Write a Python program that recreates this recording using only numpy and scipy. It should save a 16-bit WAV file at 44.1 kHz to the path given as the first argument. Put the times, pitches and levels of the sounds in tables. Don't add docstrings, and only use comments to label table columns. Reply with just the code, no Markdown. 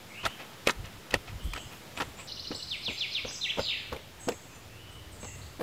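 import sys
import numpy as np
from scipy import signal
from scipy.io import wavfile
from scipy.ndimage import uniform_filter1d

SR = 44100
rng = np.random.default_rng(int(sys.argv[2]) if len(sys.argv) > 2 else 0)


def linear_from_db(decibels):
    return 10 ** (np.asarray(decibels, float) / 20)


def store_pcm(level_fs):
    pcm = np.round(np.clip(level_fs, -1, 1) * 32767).astype(np.int16)
    wavfile.write(sys.argv[1], SR, np.atleast_2d(pcm).T)


N = 247842

SCENE_CHANGE_S = 2.274

# (frequency [Hz], width [Hz], level [dB])
POLE_MODES = [(508, 55, 3.5), (690, 190, 11), (980, 210, 6), (1300, 72, 6), (1810, 410, 8.5),
              (2506, 92, 1.5), (3400, 310, -16)]


def rms_one(x):
    return x / np.sqrt(np.mean(x ** 2) + 1e-20)


def in_time(rows):
    s, *columns = np.transpose(rows)
    return [np.interp(np.arange(N) / SR, s, column) for column in columns]


def drift(rate_hz):
    r = np.exp(-80 * np.pi * rate_hz / SR)
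    white = rng.standard_normal(N // 40 + 2002)
    slow = signal.lfilter([1], [1, -2 * r, r * r], white)[2000:]
    return np.interp(np.arange(N) / 40, np.arange(len(slow)), rms_one(slow))


def add(out, s, sound):
    i = round(s * SR)
    out[i:i + len(sound)] += sound[:N - i]


def band(x, low_hz, high_hz):
    edges_hz = [low_hz, min(high_hz, .45 * SR)]
    return signal.sosfilt(signal.butter(2, edges_hz, "band", fs=SR, output="sos"), x)


def resonate(x, hz, width_hz):
    r = np.exp(-np.pi * width_hz / SR)
    zeros = np.sqrt((1 - r * r) / 2) * np.array([1, 0, -1])
    poles = [1, -2 * r * np.cos(2 * np.pi * hz / SR), r * r]
    return signal.lfilter(zeros, poles, x)


def banded_noise(spectrum, patchy_db):
    hz_points, db_points = np.transpose(spectrum)
    edges_hz = 15 * 2 ** np.arange(0, 10.3, .5)
    white = rng.standard_normal((2, N))
    out = 0
    for k, (low_hz, high_hz) in enumerate(zip(edges_hz, edges_hz[1:])):
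        log_centre = np.log(low_hz * high_hz) / 2
        level_db = np.interp(log_centre, np.log(hz_points), db_points, left=-99, right=-99)
        if level_db > -90:
            flicker = linear_from_db(level_db + patchy_db * drift(12.0))
            out = out + flicker * band(white[k % 2], low_hz, high_hz)
    return rms_one(out)


def among_trees(x, t60, wet_db, onset_s):
    t = np.arange(SR) / SR
    tail = rng.standard_normal(SR) * linear_from_db(-60 * t / t60) * (1 - np.exp(-t / onset_s))
    return linear_from_db(wet_db) * signal.fftconvolve(x, tail / np.sqrt(np.sum(tail ** 2)))[:N]


def tamping(hits, modes, thud_hz, grit_hz, thud_db, uneven_db, gain_db, rise_share):
    thud_loss_db_per_octave = 4.5
    grit_lag = 2.6
    skirt = 8.9
    out = np.zeros(N)
    t = np.arange(SR // 4) / SR
    for s, peak_db, high_db, ring_hz, t60 in hits:
        rise_s = rise_share * t60
        low_db = thud_db - thud_loss_db_per_octave * np.log2(ring_hz / 1000)
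        pressure = np.minimum(t / rise_s, 1) ** 2 * linear_from_db(-60 * np.maximum(t - rise_s, 0) / t60)
        fine = rng.standard_normal(len(t)) * pressure
        spray = fine * np.minimum(t / (grit_lag * rise_s), 1)
        coarse = fine * linear_from_db(uneven_db * np.minimum(rng.exponential(1, len(t)), 4))

        strengths_db = rng.normal(0, 2.5, len(modes))
        body = linear_from_db(12.0) * resonate(coarse, ring_hz, 0.25 * ring_hz)
        for (hz, width_hz, db), strength_db in zip(modes, strengths_db):
            body = body + linear_from_db(db + strength_db) * resonate(coarse, hz, width_hz)
        body = band(body, 245, min(skirt * ring_hz, 6750))
        thud = band(coarse, *thud_hz)
        grit = band(spray, *grit_hz)
        body, thud, grit = [v / np.max(np.abs(v)) for v in (body, thud, grit)]
        add(out, s, linear_from_db(peak_db + gain_db) * (body + linear_from_db(low_db) * thud + linear_from_db(high_db) * grit))
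    return out


def pole_blows():
    # (time [s], peak [dB], grit re body [dB], loudest ring [Hz], t60 [s])
    pole_hits = [(.228, -29, -20, 1050, 0.17), (.250, -18, -18.5, 3400, 0.053),
                 (.259, -21, -26, 1300, 0.029), (.266, -25.5, -10, 800, 0.035),
                 (.662, -29, -19, 2400, 0.061), (.668, -23, -26, 530, 0.047), (.677, -24, -23, 2400, 0.031),
                 (.682, -17.5, -12, 1300, 0.044), (.691, -14.5, -35, 1300, 0.048),
                 (.709, -39, -2, 3380, 0.043), (1.116, -33.5, -23, 1190, 0.072),
                 (1.128, -29, -22, 695, 0.062), (1.144, -25, -24, 2500, 0.046),
                 (1.146, -29, -14, 570, 0.059), (1.535, -32, -41, 2320, 0.025),
                 (1.545, -34, -17, 1230, 0.082), (1.558, -30, -27.5, 1280, 0.066),
                 (1.573, -29.5, -21, 2680, 0.055), (1.972, -27, -15, 2450, 0.036),
                 (1.981, -29, -10.5, 1030, 0.044), (1.997, -22, -18, 980, 0.087),
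                 (2.003, -23.5, -22, 800, 0.048), (2.010, -39, -25, 830, 0.076),
                 (2.017, -24, -24, 2500, 0.037)]
    return tamping(pole_hits, POLE_MODES, (210, 580), (3800, 11000),
                   thud_db=-8.5, uneven_db=4.5, gain_db=2.5, rise_share=0.0736)


def crunches():
    # (time [s], hold [s], peak [dB], loudest ring [Hz], grit re body [dB])
    clods = [(0.2505, 0.0073, -27.5, 3300, -23), (0.2572, 0.011, -19.5, 1300, -32),
             (0.658, 0.0065, -37, 2400, -22), (0.6715, 0.0044, -10, 2330, -27),
             (0.703, .007, -25, 3600, -3), (0.856, .004, -42, 2600, -2), (1.107, 0.0065, -29, 2680, -26),
             (1.1396, 0.0042, -10, 1880, -30), (1.534, 0.0044, -26, 2300, -27),
             (1.9677, 0.0026, -33.5, 2500, -12), (4.287, 0.0025, -25, 3200, -1)]
    release_s, uneven_db = 0.0086, 2
    ring_share = 0.23
    dust_db = -13
    out = np.zeros(N)
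    t = np.arange(SR // 20) / SR
    for s, hold_s, peak_db, ring_hz, high_db in clods:
        pressure = np.minimum(t / .0007, 1) * linear_from_db(-60 * np.maximum(t - hold_s, 0) / release_s)
        grains = rng.standard_normal(len(t)) * pressure
        grains = grains * linear_from_db(uneven_db * np.minimum(rng.exponential(1, len(t)), 3))
        body = resonate(grains, ring_hz, ring_share * ring_hz)
        body = body + linear_from_db(-20.5) * resonate(grains, 1.4 * ring_hz, 600)
        body = body + linear_from_db(-8) * resonate(grains, 0.51 * ring_hz, 300)
        grit = band(grains, 4000, 7100) + linear_from_db(dust_db) * grains
        body, grit = [v / np.max(np.abs(v)) for v in (body, grit)]
        add(out, s, linear_from_db(peak_db) * (body + linear_from_db(high_db) * grit))
    return out


def pushes():
    # (time [s], peak [dB], frequency [Hz])
    landings = [
        (0.6723, -11.5, 510),
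        (.683, -20, 526),
        (1.141, -15, 520),
        (1.148, -26, 282),
        (2.507, -25, 285),
        (3.246, -39, 304),
        (4.273, -24.5, 256),
        (5.594, -32, 297),
    ]
    cycles = 9.9
    out = np.zeros(N)
    t = np.arange(SR // 20) / SR
    for s, peak_db, hz in landings:
        add(out, s, linear_from_db(peak_db - 60 * t * hz / cycles) * np.sin(2 * np.pi * hz * t))
    return out


def soil_scuffs():
    # (time [s], peak [dB], grit re body [dB], loudest ring [Hz], t60 [s])
    slides = [
        (.29, -41, -24, 2800, 0.11),
        (.378, -34, -20, 2200, 0.18),
        (.825, -37, -17, 2560, 0.19),
        (1.255, -36.5, -24, 2200, 0.19),
        (1.42, -58, 11, 3500, 0.16),
        (1.70, -36.5, -12, 2430, 0.19),
        (2.16, -35.5, -33, 2200, 0.25),
        (2.905, -57.5, 9, 3900, 0.16),
    ]
    return tamping(slides, POLE_MODES, (150, 650), (3800, 15000),
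                   thud_db=-5., uneven_db=2.5, gain_db=1.5, rise_share=.14)


def boot_stamps():
    # (time [s], peak [dB], grit re body [dB], loudest ring [Hz], t60 [s])
    boot_hits = [(2.512, -31, -32, 473, 0.056), (2.529, -44, -32, 417, 0.2), (2.877, -36, -34, 304, 0.11),
                 (2.904, -40.5, -26, 377, 0.07), (3.245, -32, -30, 440, 0.081), (3.273, -41, -30, 615, .14),
                 (3.309, -37, -23, 1500, 0.019), (3.570, -33, -24, 450, 0.077),
                 (3.577, -22.5, -24.5, 537, 0.13), (3.592, -23, -28, 490, 0.029),
                 (3.601, -36, -32, 920, 0.078), (3.917, -34.5, -32, 345, 0.083),
                 (3.925, -28, -16, 918, 0.049), (3.939, -38.5, -38, 480, 0.16),
                 (3.963, -32.5, -15, 2200, 0.03), (4.277, -32, -30, 507, 0.038),
                 (4.283, -21, -49, 430, 0.066), (4.289, -28, -8, 3120, 0.029),
                 (4.294, -36.5, -19, 288, 0.17), (4.317, -32, -22, 2050, 0.066),
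                 (5.229, -37, -40, 410, 0.042), (5.244, -36.5, -26, 750, 0.049),
                 (5.592, -34, -14, 465, 0.12), (5.607, -27, -15.5, 476, 0.063)]
    # (frequency [Hz], width [Hz], level [dB])
    boot_modes = [(450, 140, 12.5), (800, 200, 1.5), (1240, 1500, -40), (2200, 5500, 2.5)]
    return tamping(boot_hits, boot_modes, (190, 480), (2500, 14000),
                   thud_db=-8.5, uneven_db=3.5, gain_db=3.5, rise_share=0.05)


def whistle(rows, warble_hz, fade_s):
    flutter_hz = 55
    throb_per_hz = 0.00094
    throb_phase_rad = 4.3
    s, hz, db, depth_hz = np.transpose(rows)
    t = np.arange(s[0], s[-1], 1 / SR)
    base_hz, depth_hz = np.interp(t, s, hz), np.interp(t, s, depth_hz)
    warble_rad = 2 * np.pi * warble_hz * (t - s[0])
    shaky = uniform_filter1d(rng.standard_normal(SR // 4), size=90)[:len(t)]
    pitch_hz = base_hz + depth_hz * np.sin(warble_rad) + flutter_hz * rms_one(shaky)
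    ends = np.clip(np.minimum(t - s[0], s[-1] - t) / fade_s, 0, 1)
    throb = 1 + np.minimum(throb_per_hz * depth_hz, .9) * np.cos(warble_rad + throb_phase_rad)
    tone = np.sin(2 * np.pi * np.cumsum(pitch_hz) / SR)
    return ends * throb * linear_from_db(np.interp(t, s, db)) * tone, t, base_hz


def songbird():
    # (time from mark [s], pitch [Hz], level [dB], warble depth [Hz])
    trill = [(-.032, 6460, -22, 200), (-.026, 5580, -4, 202), (-.018, 4300, 1, 204), (-.008, 3008, -9, 4),
             (0, 2887, -11.5, 65), (.010, 2843, -26, 8), (.018, 4250, 4, 0), (.024, 5080, -7, 0),
             (.030, 5250, -4, 0)]
    sweep = [(-.046, 5190, -17, 0), (-.038, 5050, -13.5, 0), (-.026, 4040, -6, 0), (-.014, 6500, -26, 0),
             (-.006, 4350, -14, 0), (.003, 3707, -5, 0), (.025, 2800, -8, 0), (.041, 2255, -12, 0.0022),
             (.054, 2040, -23, 0)]
    turn = [(0, 5390, -22, 100), (.012, 6900, -25, 196), (.022, 5800, -17.5, 300), (.034, 4900, -15.5, 200),
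            (.046, 6900, -30, 300), (.07, 7960, -24, 302), (.085, 6600, -18.5, 200), (.101, 5200, -14, 200),
            (.112, 4380, -29, 100)]
    dip = [(0, 3700, -11, 450), (.020, 3900, -3, 250), (.032, 3600, -1, 0), (.047, 2600, -4, 0),
           (.062, 1850, -13, 0), (.078, 2550, -5, 0), (.094, 3450, 0, 0), (.103, 2700, -3, 0),
           (.113, 1700, -18, 0)]
    buzz = [(0, 4340, -14.5, 800), (.04, 4400, -14.5, 646), (.08, 3540, -8, 590), (.105, 3148, -7, 590),
            (.135, 2615, -8.5, 493), (.17, 2250, -16.5, 450), (.21, 2120, -22, 400), (.235, 1980, -36, 400)]
    trill_beat_s = .0765
    # (mark [s], level [dB])
    song = [(trill, (-0.012, -21, 0), [(2.226 + trill_beat_s * beat, -35) for beat in range(6)]),
            (sweep, (-0.018, -13.5, 0), [(2.712, -26), (2.862, -24), (3.008, -22.5), (3.150, -22.5)]),
            (turn, (0.021, -11, -7), [(3.258, -18)]),
            (dip, (0.026, -1.1, 0), [(3.41, -27.5)]),
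            (buzz, (0.02, -18, -1.7), [(3.59, -22.5)])]
    beak_opens_s = 0.012
    ground_comb_hz, ground_echo_db = 233.4, -5
    sung, direct = np.zeros((2, N))
    for syllable, (opens_s, shut_db, open_db), marks in song:
        opening_s = [opens_s - beak_opens_s / 2, opens_s + beak_opens_s / 2]
        for s, db in marks:
            tone, t, _ = whistle(syllable, warble_hz=56.5, fade_s=0.00085)
            beak_db = np.interp(t, opening_s, [shut_db, open_db])
            add(sung, s + t[0], linear_from_db(db) * tone)
            add(direct, s + t[0], linear_from_db(db + beak_db) * tone)
    lag = round(SR / ground_comb_hz)
    direct[lag:] -= linear_from_db(ground_echo_db) * direct[:-lag].copy()
    near_leaves = among_trees(sung, t60=0.13, wet_db=-6.0, onset_s=0.00095)
    far_trunks = among_trees(sung, t60=0.78, wet_db=-3.0, onset_s=0.0077)
    heard = direct + near_leaves + far_trunks
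    return heard * (np.arange(N) >= SCENE_CHANGE_S * SR)


def far_birds():
    # (time [s], length [s], upper voice [Hz], level [dB], warble depth [Hz])
    thin_calls = [
        (0.076, 0.22, 7940, -68.5, 77),
        (1.531, 0.097, 7900, -57.5, 440),
        (2.212, 0.062, 8030, -64, 400),
        (2.877, 0.056, 7600, -54.5, 210),
        (3.56, 0.065, 7560, -53.5, 120),
        (4.191, .11, 7860, -51.5, 420),
        (4.505, 0.063, 7380, -60.5, 100),
        (5.193, .11, 7780, -51, 423),
    ]
    # (time [s], length [s], from [Hz], to [Hz], level [dB])
    chips = [(1.417, 0.028, 7650, 8460, -59), (1.653, .035, 5090, 5100, -60),
             (1.945, 0.038, 6520, 8370, -53.5), (2.158, 0.057, 6820, 8450, -52.5),
             (2.537, 0.0082, 7000, 7850, -48), (2.552, 0.015, 7550, 7950, -47),
             (2.539, 0.031, 8670, 9200, -59), (2.76, 0.017, 7570, 8900, -56.5),
             (4.54, 0.031, 8600, 9300, -66), (4.904, 0.025, 7400, 9150, -61),
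             (5.113, 0.024, 9400, 6500, -54), (5.264, 0.019, 2100, 1930, -51),
             (5.36, 0.023, 8550, 9100, -60), (5.411, 0.011, 3420, 4900, -49.5),
             (5.416, 0.042, 4610, 4600, -62)]
    # (time [s], length [s], from [Hz], to [Hz], level [dB])
    fluting = [
        (0.092, 0.086, 2200, 2350, -53.5),
        (0.126, 0.13, 2440, 3100, -48.5),
        (0.302, 0.054, 3050, 3100, -55),
        (1.388, 0.095, 2980, 3325, -54.5),
        (1.485, 0.13, 3334, 2850, -52.5),
        (4.498, 0.042, 2530, 2560, -58),
        (4.669, 0.17, 2470, 2940, -61.5),
        (4.777, 0.23, 2970, 2943, -59),
        (5.213, 0.14, 2730, 2730, -59),
    ]
    thin_sag, lower_voice, lower_sag, lower_db, lower_warble = .92, .835, 0.99, -4, 0.18
    chip_warble_hz, flute_warble_hz = 45, (170, 80)
    fade_max_s, direct_db = 0.008, -14

    calls = [(*chip, chip_warble_hz) for chip in chips]
    calls += [(*note, flute_warble_hz[int(note[0] > SCENE_CHANGE_S)]) for note in fluting]
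    for s, length_s, hz, db, depth_hz in thin_calls:
        low_hz = lower_voice * hz
        calls.append((s, length_s, hz, thin_sag * hz, db, depth_hz))
        calls.append((s, length_s, low_hz, lower_sag * low_hz, db + lower_db, lower_warble * depth_hz))

    scenes = np.zeros((2, N))
    for s, length_s, from_hz, to_hz, db, depth_hz in calls:
        rows = [(0, from_hz, db, depth_hz), (length_s, to_hz, db, depth_hz)]
        tone, _, _ = whistle(rows, warble_hz=69.56, fade_s=min(fade_max_s, length_s / 4))
        add(scenes[int(s > SCENE_CHANGE_S)], s, tone)

    heard = []
    for x in scenes:
        near_leaves = among_trees(x, t60=0.12, wet_db=2.0, onset_s=0.0012)
        far_trunks = among_trees(x, t60=0.81, wet_db=3.0, onset_s=0.0098)
        heard.append(linear_from_db(direct_db) * x + near_leaves + far_trunks)
    return np.where(np.arange(N) < SCENE_CHANGE_S * SR, heard[0], heard[1])


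def woodland_air():
    # (time [s], level [dB])
    woods = [(0.0, -51.5), (0.38, -50), (0.85, -51.5), (1.72, -51), (2.1, -50), (2.28, -53), (3.47, -52.5),
             (4.79, -53.5), (5.62, -52.5)]
    # (frequency [Hz], level per Hz [dB])
    murmur = [(59, -22), (100, 3.5), (1800, -9), (2340, -45), (3960, -120)]
    leaves = [(900, -17), (1500, -9), (2300, 2), (3300, 1.5), (5000, -3.5), (8000, -6), (12000, -20),
              (17000, 30)]
    breeze_db, = in_time(woods)
    hiss = banded_noise(leaves, patchy_db=.4)
    return linear_from_db(breeze_db) * (banded_noise(murmur, patchy_db=1.45) + linear_from_db(-2.5) * hiss)


def bumps(rows):
    t = np.arange(N) / SR
    return sum(linear_from_db(db) * np.exp(-.5 * ((t - s) / width_s) ** 2) for s, db, width_s in rows)


def microphone_rumble():
    # (time [s], level [dB])
    draught_curve = [(0, -70), (.35, -66), (.6, -98), (2.1, -50), (2.7, -50.5), (3.1, -64), (3.7, -53.5),
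                     (4.5, -51.5), (5.4, -44), (5.62, -51.5)]
    # (time [s], peak [dB], half width [s])
    gust_bumps = [(.8, -40, 0.027), (.85, -37.5, 0.015), (.95, -49, 0.034), (1.16, -37.5, 0.029),
                  (1.34, -35, 0.032), (1.47, -30.5, 0.021), (1.51, -46, 0.056), (1.66, -46.5, 0.019),
                  (1.78, -49, 0.016), (2.08, -50, 0.02)]
    # (time [s], peak [dB])
    stand_jolts = [
        (.26, -41),
        (2.02, -43.5),
        (2.5, -63),
        (2.9, -44),
        (3.26, -46.5),
        (3.6, -43.5),
        (3.93, -43),
        (4.3, -67),
    ]
    # (frequency [Hz], level per Hz [dB])
    gust_colour = [(29, -50), (50, -2), (107, 0), (177, -14), (268, -28), (350, -12), (460, -62),
                   (770, -120)]
    jolt_s = 0.022
    draught_deep_db, gust_deep_db, jolt_deep_db = -31, -4.5, -9
    draught = linear_from_db(in_time(draught_curve)[0])
    gusts = bumps(gust_bumps)
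    jolts = bumps([(s, db, jolt_s) for s, db in stand_jolts])
    deep = linear_from_db(draught_deep_db) * draught + linear_from_db(gust_deep_db) * gusts + linear_from_db(jolt_deep_db) * jolts
    rumble = linear_from_db(-4.0) * (draught + gusts + jolts) * banded_noise(gust_colour, patchy_db=1.0)
    return rumble + deep * rms_one(band(rng.standard_normal(N), 32, 56.0))


def scene():
    pole, boot = pole_blows(), boot_stamps()
    scattered = among_trees(pole + boot, t60=0.18, wet_db=-19.5, onset_s=0.0082)
    work = pole + crunches() + pushes() + soil_scuffs() + boot + scattered
    birds = songbird() + far_birds()
    return np.tile(work + birds + woodland_air() + microphone_rumble(), (2, 1))


def top_cut(x):
    return signal.sosfilt(signal.butter(12, 16640, fs=SR, output="sos"), x)


def record(dry):
    cutoff_hz, offset = 15850, .001
    low_pass = signal.cheby2(14, 70, cutoff_hz + 750, fs=SR, output="sos")
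    mix = signal.sosfilt(low_pass, dry) + offset
    return top_cut(mix)


dry = scene()
out = record(dry)
store_pcm(out)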